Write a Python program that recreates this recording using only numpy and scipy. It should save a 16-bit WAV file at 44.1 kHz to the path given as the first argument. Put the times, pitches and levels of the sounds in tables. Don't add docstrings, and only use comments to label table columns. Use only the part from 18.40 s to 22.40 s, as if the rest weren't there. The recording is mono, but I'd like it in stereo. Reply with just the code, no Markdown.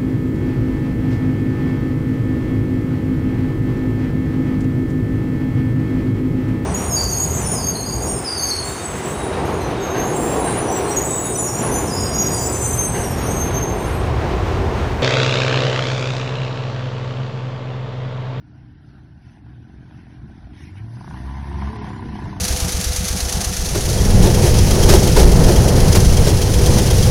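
import sys
import numpy as np
from scipy import signal
from scipy.fft import rfft, irfft, next_fast_len
from scipy.io import wavfile
from scipy.ndimage import uniform_filter1d, map_coordinates

SR = 44100
rng = np.random.default_rng(int(sys.argv[2]) if len(sys.argv) > 2 else 0)


def magnitude_from_level(level_db):
    exponent = np.asarray(level_db, float) / 20
    return 10 ** exponent


def log_audio(samples):
    frames = np.atleast_2d(samples).T
    limited = np.clip(frames, -1, 1)
    pcm = np.round(limited * 32767).astype(np.int16)
    wavfile.write(sys.argv[1], SR, pcm)


N = 176400

# start_s, nearness_db
NEAR = [(0, -72), (.75, -67), (1.3, -62.5), (2.0, -60), (2.5, -55.5), (2.62, -42), (2.75, -36.5),
        (2.83, -43.5), (3.15, -38.5), (3.24, -36.5), (3.34, -37), (3.5, -38.5), (3.6, -41), (3.75, -40),
        (4, -43)]
# centre_s, half_length_s, share_lost_db
LULL = [
    (2.67, .14, -2.5),
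]


def unit(x):
    return x / np.sqrt(np.mean(x ** 2) + 1e-20)


def along(points, hz):
    f, v = np.transpose(points)
    return np.interp(np.log(hz + 1), np.log(f + 1), v)


def curves(rows):
    s, *cols = np.transpose(rows)
    return [np.interp(np.arange(N) / SR, s, c) for c in cols]


def wobble(rate_hz):
    knots = rng.standard_normal(int(N * rate_hz / SR) + 4)
    return map_coordinates(knots, [np.arange(N) * rate_hz / SR])


def swells(rows):
    t = np.arange(N) / SR
    return sum(magnitude_from_level(db) * np.exp(-((t - s) / half_s) ** 2) for s, half_s, db in rows)


def filtered(x, response):
    m = 2 * next_fast_len(N // 2 + 8192)
    return irfft(rfft(x, m) * response(np.fft.rfftfreq(m, 1 / SR)), m)[..., :N]


def causal(points):
    def response(hz):
        c = irfft(np.log(magnitude_from_level(along(points, hz))))
        c[1:len(hz) - 1] *= 2
        c[len(hz):] = 0
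        return np.exp(rfft(c))
    return response


def ring(f, hz, wide_hz):
    return 1j * f * wide_hz / (hz * hz - f * f + 1j * f * wide_hz)


def rush(spectrum, patchy_db):
    z = signal.stft(rng.standard_normal(N), nperseg=512)[2]
    patches = uniform_filter1d(rng.standard_normal(z.shape), size=6, axis=0)
    patches = uniform_filter1d(patches, size=12, axis=1)
    x = signal.istft(z * magnitude_from_level(patchy_db * unit(patches)), nperseg=512)[1][:N]
    return unit(filtered(x, lambda hz: magnitude_from_level(along(spectrum, hz))))


def puff(x, length_s):
    envelope = signal.lfilter([1], [1, -np.exp(-1 / (length_s * SR))], x)
    return envelope * rng.standard_normal(N)


def closer_db():
    near_db, = curves(NEAR)
    return near_db - near_db[0]


def field_hiss():
    # hz, density_db
    spectrum = [(400, -13.5), (750, 3.5), (1150, -7.5), (1500, 0), (2000, -10), (3100, -10.5), (7000, -21),
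                (11700, -33.5)]
    return magnitude_from_level(-60 + .38 * closer_db() + 1.73 * wobble(12)) * rush(spectrum, patchy_db=1.35)


def wash_rumble():
    # hz, density_db
    spectrum = [(25, -21), (45, -9.5), (65, -1), (90, -4.5), (125, -1), (190, -9.5), (310, -13.5),
                (400, -23), (600, -68.5)]
    # centre_s, half_length_s, over_rumble_db
    buffets = [
        (1.88, 0.061, -2),
        (3.84, 0.26, 4),
    ]
    level = magnitude_from_level(-46 + .29 * closer_db() + 1.2 * wobble(16))
    return level * (1 + swells(buffets)) * rush(spectrum, patchy_db=-0.3)


def wing_rush():
    # hz, density_db
    spectrum = [(540, -18), (700, -9.5), (1000, -3.5), (1270, -18), (1800, -10.5), (2600, -20.5),
                (5000, -24.5), (11700, -39)]
    near_db, = curves(NEAR)
    level = (1 - swells(LULL)) * magnitude_from_level(near_db - 6 + 2.1 * wobble(19))
    return level * rush([(300, -42.0)] + spectrum, patchy_db=-0.9)


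def gusts():
    # centre_s, half_length_s, level_db
    gust_swells = [
        (.9, 0.092, -60),
        (1.62, 0.12, -62),
        (2.23, 0.079, -48.5),
        (2.38, 0.027, -50),
        (3.75, 0.033, -47),
    ]
    # hz, level_db
    spectrum = [(900, -33), (1600, 0), (2500, 5), (4000, -7), (7000, -8), (11500, -20.5)]
    return swells(gust_swells) * rush(spectrum, patchy_db=-3.0)


def fizz():
    # centre_s, half_length_s, level_db
    fizz_swells = [
        (2.54, 0.034, -66.5),
        (2.7, 0.23, -56.5),
        (3.08, 0.032, -56),
    ]
    # hz, density_db
    spectrum = [(3000, -27), (4500, -2), (6000, -6), (9500, -9.5), (11700, -13.5)]
    return swells(fizz_swells) * rush(spectrum, patchy_db=-1.5)


def jingle():
    # centre_s, half_length_s, level_db
    shakes = [
        (2.69, 0.019, -41),
        (2.82, 0.03, -44),
        (2.89, 0.026, -48),
        (3.1, 0.06, -48),
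        (3.37, 0.072, -68),
        (3.46, 0.076, -54),
        (3.56, 0.11, -45.5),
        (3.85, 0.15, -54),
    ]
    shaking = rng.standard_normal(N) * magnitude_from_level(5.3 * wobble(100))
    pitch_hz, wide_hz = 7455, 513
    return swells(shakes) * unit(filtered(shaking, lambda f: ring(f, pitch_hz, wide_hz) ** 2))


def idle_drone():
    # pitch_hz, width_hz, level_db
    modes = [
        (64.1, 6.7, 3.5),
        (118.6, 7.3, 1.5),
        (154.3, 12.2, -1.5),
        (295.9, 19, -8),
    ]
    # start_s, level_db
    drone_level = [(0, -48), (.9, -52), (1.05, -41), (1.3, -51), (2, -46), (2.4, -45), (4, -67)]
    level_db, = curves(drone_level)
    frame = lambda f: sum(magnitude_from_level(db) * ring(f, hz, wide_hz) ** 2 for hz, wide_hz, db in modes)
    return magnitude_from_level(level_db) * unit(filtered(rng.standard_normal(N), frame))


def propeller():
    # start_s, blade_rate_hz, level_db
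    spins = [
        [(1.98, 48.45, -35.5), (2.112, 60.25, -46), (2.32, 89.43, -39.5), (2.484, 115.1, -36),
         (2.572, 119, -40), (2.64, 125.3, -57)],
        [(3.06, 83.52, -37), (3.2, 92.65, -34), (3.28, 107.6, -39), (3.34, 109, -32), (3.44, 101.6, -36.5),
         (3.6, 95.66, -38.5), (3.72, 90, -41)],
    ]
    # multiple, level_db
    blades = [
        [(1, 2.5), (2, -13.5), (4, -46)],
        [(1, 1), (2, -2), (4, -8)],
    ]
    out, t, fade_s = 0, np.arange(N) / SR, 0.061
    for rows, orders in zip(spins, blades):
        hz, db = curves(rows)
        fade = np.clip(np.minimum(t - rows[0][0], rows[-1][0] - t) / fade_s, 0, 1)
        turn = 2 * np.pi * np.cumsum(hz) / SR
        for k, order_db in orders:
            level = np.sqrt(2) * magnitude_from_level(db + order_db + 1.5 * wobble(25))
            out = out + fade * level * np.sin(k * turn + .1 * k * wobble(30))
    return out


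def pops():
    # start_s, peak_db
    stray = [(0.972, -41.5), (1.065, -38), (1.299, -46), (1.426, -44), (1.511, -36), (1.669, -39),
             (1.899, -41), (2.072, -39), (2.207, -41), (2.355, -37), (2.483, -39.5), (3.223, -17),
             (3.254, -38), (3.314, -41), (3.445, -39), (3.505, -30.5), (3.544, -37), (3.692, -50),
             (3.865, -45), (3.965, -27.5)]
    # start_s, peak_db
    catch = [
        (2.572, -34),
        (2.611, -30),
        (2.645, -29),
        (2.678, -28.5),
        (2.711, -27),
        (2.743, -29),
        (2.774, -32),
        (2.788, -36),
        (2.804, -35),
    ]
    # pitch_hz, width_hz, level_db
    near_modes = [
        (760, 260, -2),
        (980, 220, 5),
        (1750, 600, -13),
    ]
    # pitch_hz, width_hz, level_db
    far_modes = [
        (720, 170, 5),
        (1000, 200, -6),
        (1550, 300, -5),
    ]
    far_until_s, pipe_top_hz, catch_db = 2.15, 2560, 3
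    blows = np.zeros(N)
    for s, db in stray + [(s, db + catch_db) for s, db in catch]:
        blows[round(s * SR)] = magnitude_from_level(db)

    def pipe(modes):
        def response(f):
            total = sum((-1) ** k * magnitude_from_level(db) * ring(f, hz, wide_hz) for k, (hz, wide_hz, db) in enumerate(modes))
            return total / (1 + 1j * f / pipe_top_hz) ** 2
        return response

    gas = blows + 0.03 * puff(blows, 0.004)
    far = np.arange(N) < far_until_s * SR
    crack = filtered(gas * far, pipe(far_modes)) + filtered(gas * ~far, pipe(near_modes))
    push_hz, push_wide_hz, push_db, level_db = 173, 230, 1, 2.5
    push = filtered(blows, lambda f: ring(f, push_hz, push_wide_hz) ** 2)
    return 20 * magnitude_from_level(level_db) * (crack + magnitude_from_level(push_db) * push)


def engine():
    # start_s, crank_turns_hz
    crank = [(0, 42), (1.05, 41), (1.3, 44.5), (1.5, 44.3), (1.9, 43.2), (2.16, 44.6), (2.4, 47),
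             (2.56, 48), (2.63, 60), (2.72, 61.5), (2.88, 66.3), (3.05, 69.5), (3.28, 68.4), (3.35, 72),
             (3.52, 67), (3.7, 61), (4, 53.5)]
    # start_s, exhaust_thump_db, muffler_hum_db
    firing = [(0, -55.5, -63.5), (1.0, -54.5, -61), (1.2, -48, -51.5), (2.1, -46, -52.5), (2.55, -69, -48),
              (2.72, -35, -50.5), (2.8, -33, -49), (3.05, -32, -57), (3.27, -26, -43), (3.34, -38, -38.5),
              (3.7, -49, -40.5), (4, -56.5, -42.5)]
    # start_s, every_second_turn_weaker_0_to_1, size_scatter_db
    uneven = [(0, .2, 3), (1.0, .2, 3), (1.2, .05, 1.2), (2.5, .05, 1.2), (2.6, .8, 1), (2.74, .7, 1),
              (2.8, .03, .4), (3.15, .03, .4), (3.27, .3, .8), (3.33, .85, 1), (4, .85, 1.4)]
    # hz, level_db
    thump_spectrum = [(30, -35), (66, 0.5), (140, -9), (280, -18.5), (330, -19.5), (430, -30), (700, -61.5),
                      (1500, -85)]
    # hz, level_db
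    bark_spectrum = [(420, -35), (680, -5), (990, 6), (1270, -15), (1800, -11), (2600, -17.5), (5000, -27),
                     (11500, -43)]
    # start_s, bark_under_load_db
    bark_opens = [(0, -6), (2.4, -5), (2.8, 0), (4, 0)]
    # pitch_hz, width_hz, level_db
    muffler_modes = [
        (221.5, 143, 1.5),
        (260, 42, -4.5),
        (298.9, 61.3, -1),
    ]
    # centre_s, half_length_s, level_db
    high_swell = [
        (3.76, 0.27, -46),
    ]
    (hz,), (near_db,), (load_db,) = curves(crank), curves(NEAR), curves(bark_opens)
    (thump_db, hum_db), (skip, scatter_db) = curves(firing), curves(uneven)
    turns = np.cumsum(hz / SR)

    at = np.flatnonzero(np.diff(np.floor(turns)))
    size_luck, time_luck = rng.standard_normal((2, len(at)))
    size = magnitude_from_level(scatter_db[at] * size_luck) * (1 - skip[at] * (np.arange(len(at)) % 2))
    jitter_turns = .005 * scatter_db[at] * time_luck
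    at = np.clip(at + (jitter_turns * SR / hz[at]).astype(int), 0, N - 1)
    pulses = np.zeros(N)
    pulses[at] = size
    pulses /= np.sqrt(np.abs(uniform_filter1d(pulses ** 2, size=9000)) + 1e-9)

    thump = -magnitude_from_level(thump_db) * unit(filtered(pulses, causal(thump_spectrum)))
    muffler = lambda f: sum(magnitude_from_level(db) * ring(f, c, w) ** 2 * ring(f, c, 2 * w) for c, w, db in muffler_modes)
    hum = magnitude_from_level(hum_db) * unit(filtered(pulses, muffler))
    half_tone = magnitude_from_level(hum_db + 6 + 3.9 * wobble(21)) * skip ** 2 * np.sin(3.5 * 2 * np.pi * turns)
    high_tone = swells(high_swell) * magnitude_from_level(3.9 * wobble(12)) * np.sin(7.5 * 2 * np.pi * turns)

    gas = np.abs(pulses) ** .55
    smear_s, puff_s, gated = .012, .007, .35
    echoes = rng.standard_normal(2000) * np.exp(-np.arange(2000) / (smear_s * SR))
    smeared = unit(signal.fftconvolve(gas, echoes)[:N])
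    bark = np.sqrt(1 - gated) * smeared + np.sqrt(gated) * unit(puff(gas, puff_s))
    bark = magnitude_from_level(near_db + load_db) * (1 - swells(LULL)) * unit(filtered(bark, causal(bark_spectrum)))
    return thump + hum + half_tone + high_tone + bark


def scattered(x):
    z = signal.stft(x, nperseg=512)[2]
    turn = np.exp(2j * np.pi * rng.random((z.shape[0], z.shape[1] // 4 + 1)))
    turn = turn.repeat(4, axis=1)[:, :z.shape[1]]
    return 1.565 * signal.istft(z * turn, nperseg=512)[1][:N]


def scene():
    # hz, left_leads_rad
    lead = [(40, .05), (150, .22), (500, 1.3), (1150, 2.2), (1700, 6.2), (2200, 7.6), (3000, 9.0),
            (12000, 12.5)]
    # hz, left_over_right_db
    tilt = [(60, -.5), (340, -2.8), (480, -1.5), (620, 8), (1400, 8), (2600, 1.5), (4400, -2), (6000, 0)]
    # hz, unrelated_share
    apart = [(60, .004), (330, .03), (560, .6), (950, .12), (1350, .8), (1850, .45), (2600, .9),
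             (12000, .9)]
    sound = field_hiss() + wash_rumble() + wing_rush() + gusts() + fizz() + jingle()
    sound = sound + idle_drone() + propeller() + pops() + engine()
    left = filtered(sound, lambda hz: magnitude_from_level(along(tilt, hz) / 2))
    direct = filtered(sound, lambda hz: np.sqrt(1 - along(apart, hz)) * np.exp(-1j * along(lead, hz)))
    right = direct + scattered(filtered(sound, lambda hz: np.sqrt(along(apart, hz))))
    return np.array([left, filtered(right, lambda hz: magnitude_from_level(-along(tilt, hz) / 2))])


def thinned(x, limit, flicker=()):
    edge_hz, edge_rate_hz = 170, 16
    hz, t, z = signal.stft(x, SR, nperseg=1024)
    hz = hz[:512, None]
    power = np.abs(z[:512]).reshape(64, 8, -1) ** 2
    level = uniform_filter1d(power.mean(axis=1), size=3, axis=1).repeat(8, axis=0)
    low, high = edge_hz * rng.standard_normal((2, 200))[:, (t * edge_rate_hz).astype(int)]
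    moved = hz + (hz > 5500) * (hz < 10000) * np.where(hz < 7500, low, high)
    gain = 1. * (level > magnitude_from_level(2 * along(limit, moved)))
    for start, end, lo, hi, db in flicker:
        gain[(hz > lo) & (hz < hi) & (t > start) & (t < end)] = magnitude_from_level(db)
    z[:512] *= gain
    return signal.istft(z, nperseg=1024)[1][:N]


def band_limit(x):
    return signal.sosfilt(signal.butter(12, 12000, fs=SR, output="sos"), x)


def record(dry):
    # hz, drop_below_db
    mid_limit = [(5700, -110), (6200, -92), (6700, -45), (8400, -45), (9000, -105), (11600, -109),
                 (11900, -60)]
    # hz, drop_below_db
    side_limit = [(1600, -100), (2200, -86), (3500, -82), (4500, -85), (5400, -73), (5900, -104),
                  (8200, -104), (9400, -76)]
    # start_s, end_s, low_hz, high_hz, gain_db
    flicker = [
        (2.305, 2.35, 6500, 8900, -9),
        (2.68, 2.72, 6400, 7200, -14),
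        (3.095, 3.155, 8200, 8700, 0),
        (3.345, 3.37, 6400, 8300, -14),
        (3.37, 3.42, 6600, 12500, -90),
        (3.49, 3.6, 6800, 7150, -7),
        (3.65, 3.695, 6400, 7000, -8),
        (3.785, 3.812, 6400, 8900, -16),
        (3.835, 3.86, 6400, 8600, -14),
        (3.86, 3.9, 6600, 7000, -6),
    ]
    mid = thinned((dry[0] + dry[1]) / 2, mid_limit, flicker)
    side = thinned((dry[0] - dry[1]) / 2, side_limit)
    return band_limit(np.array([mid + side, mid - side]))


dry = scene()
out = record(dry)
log_audio(out)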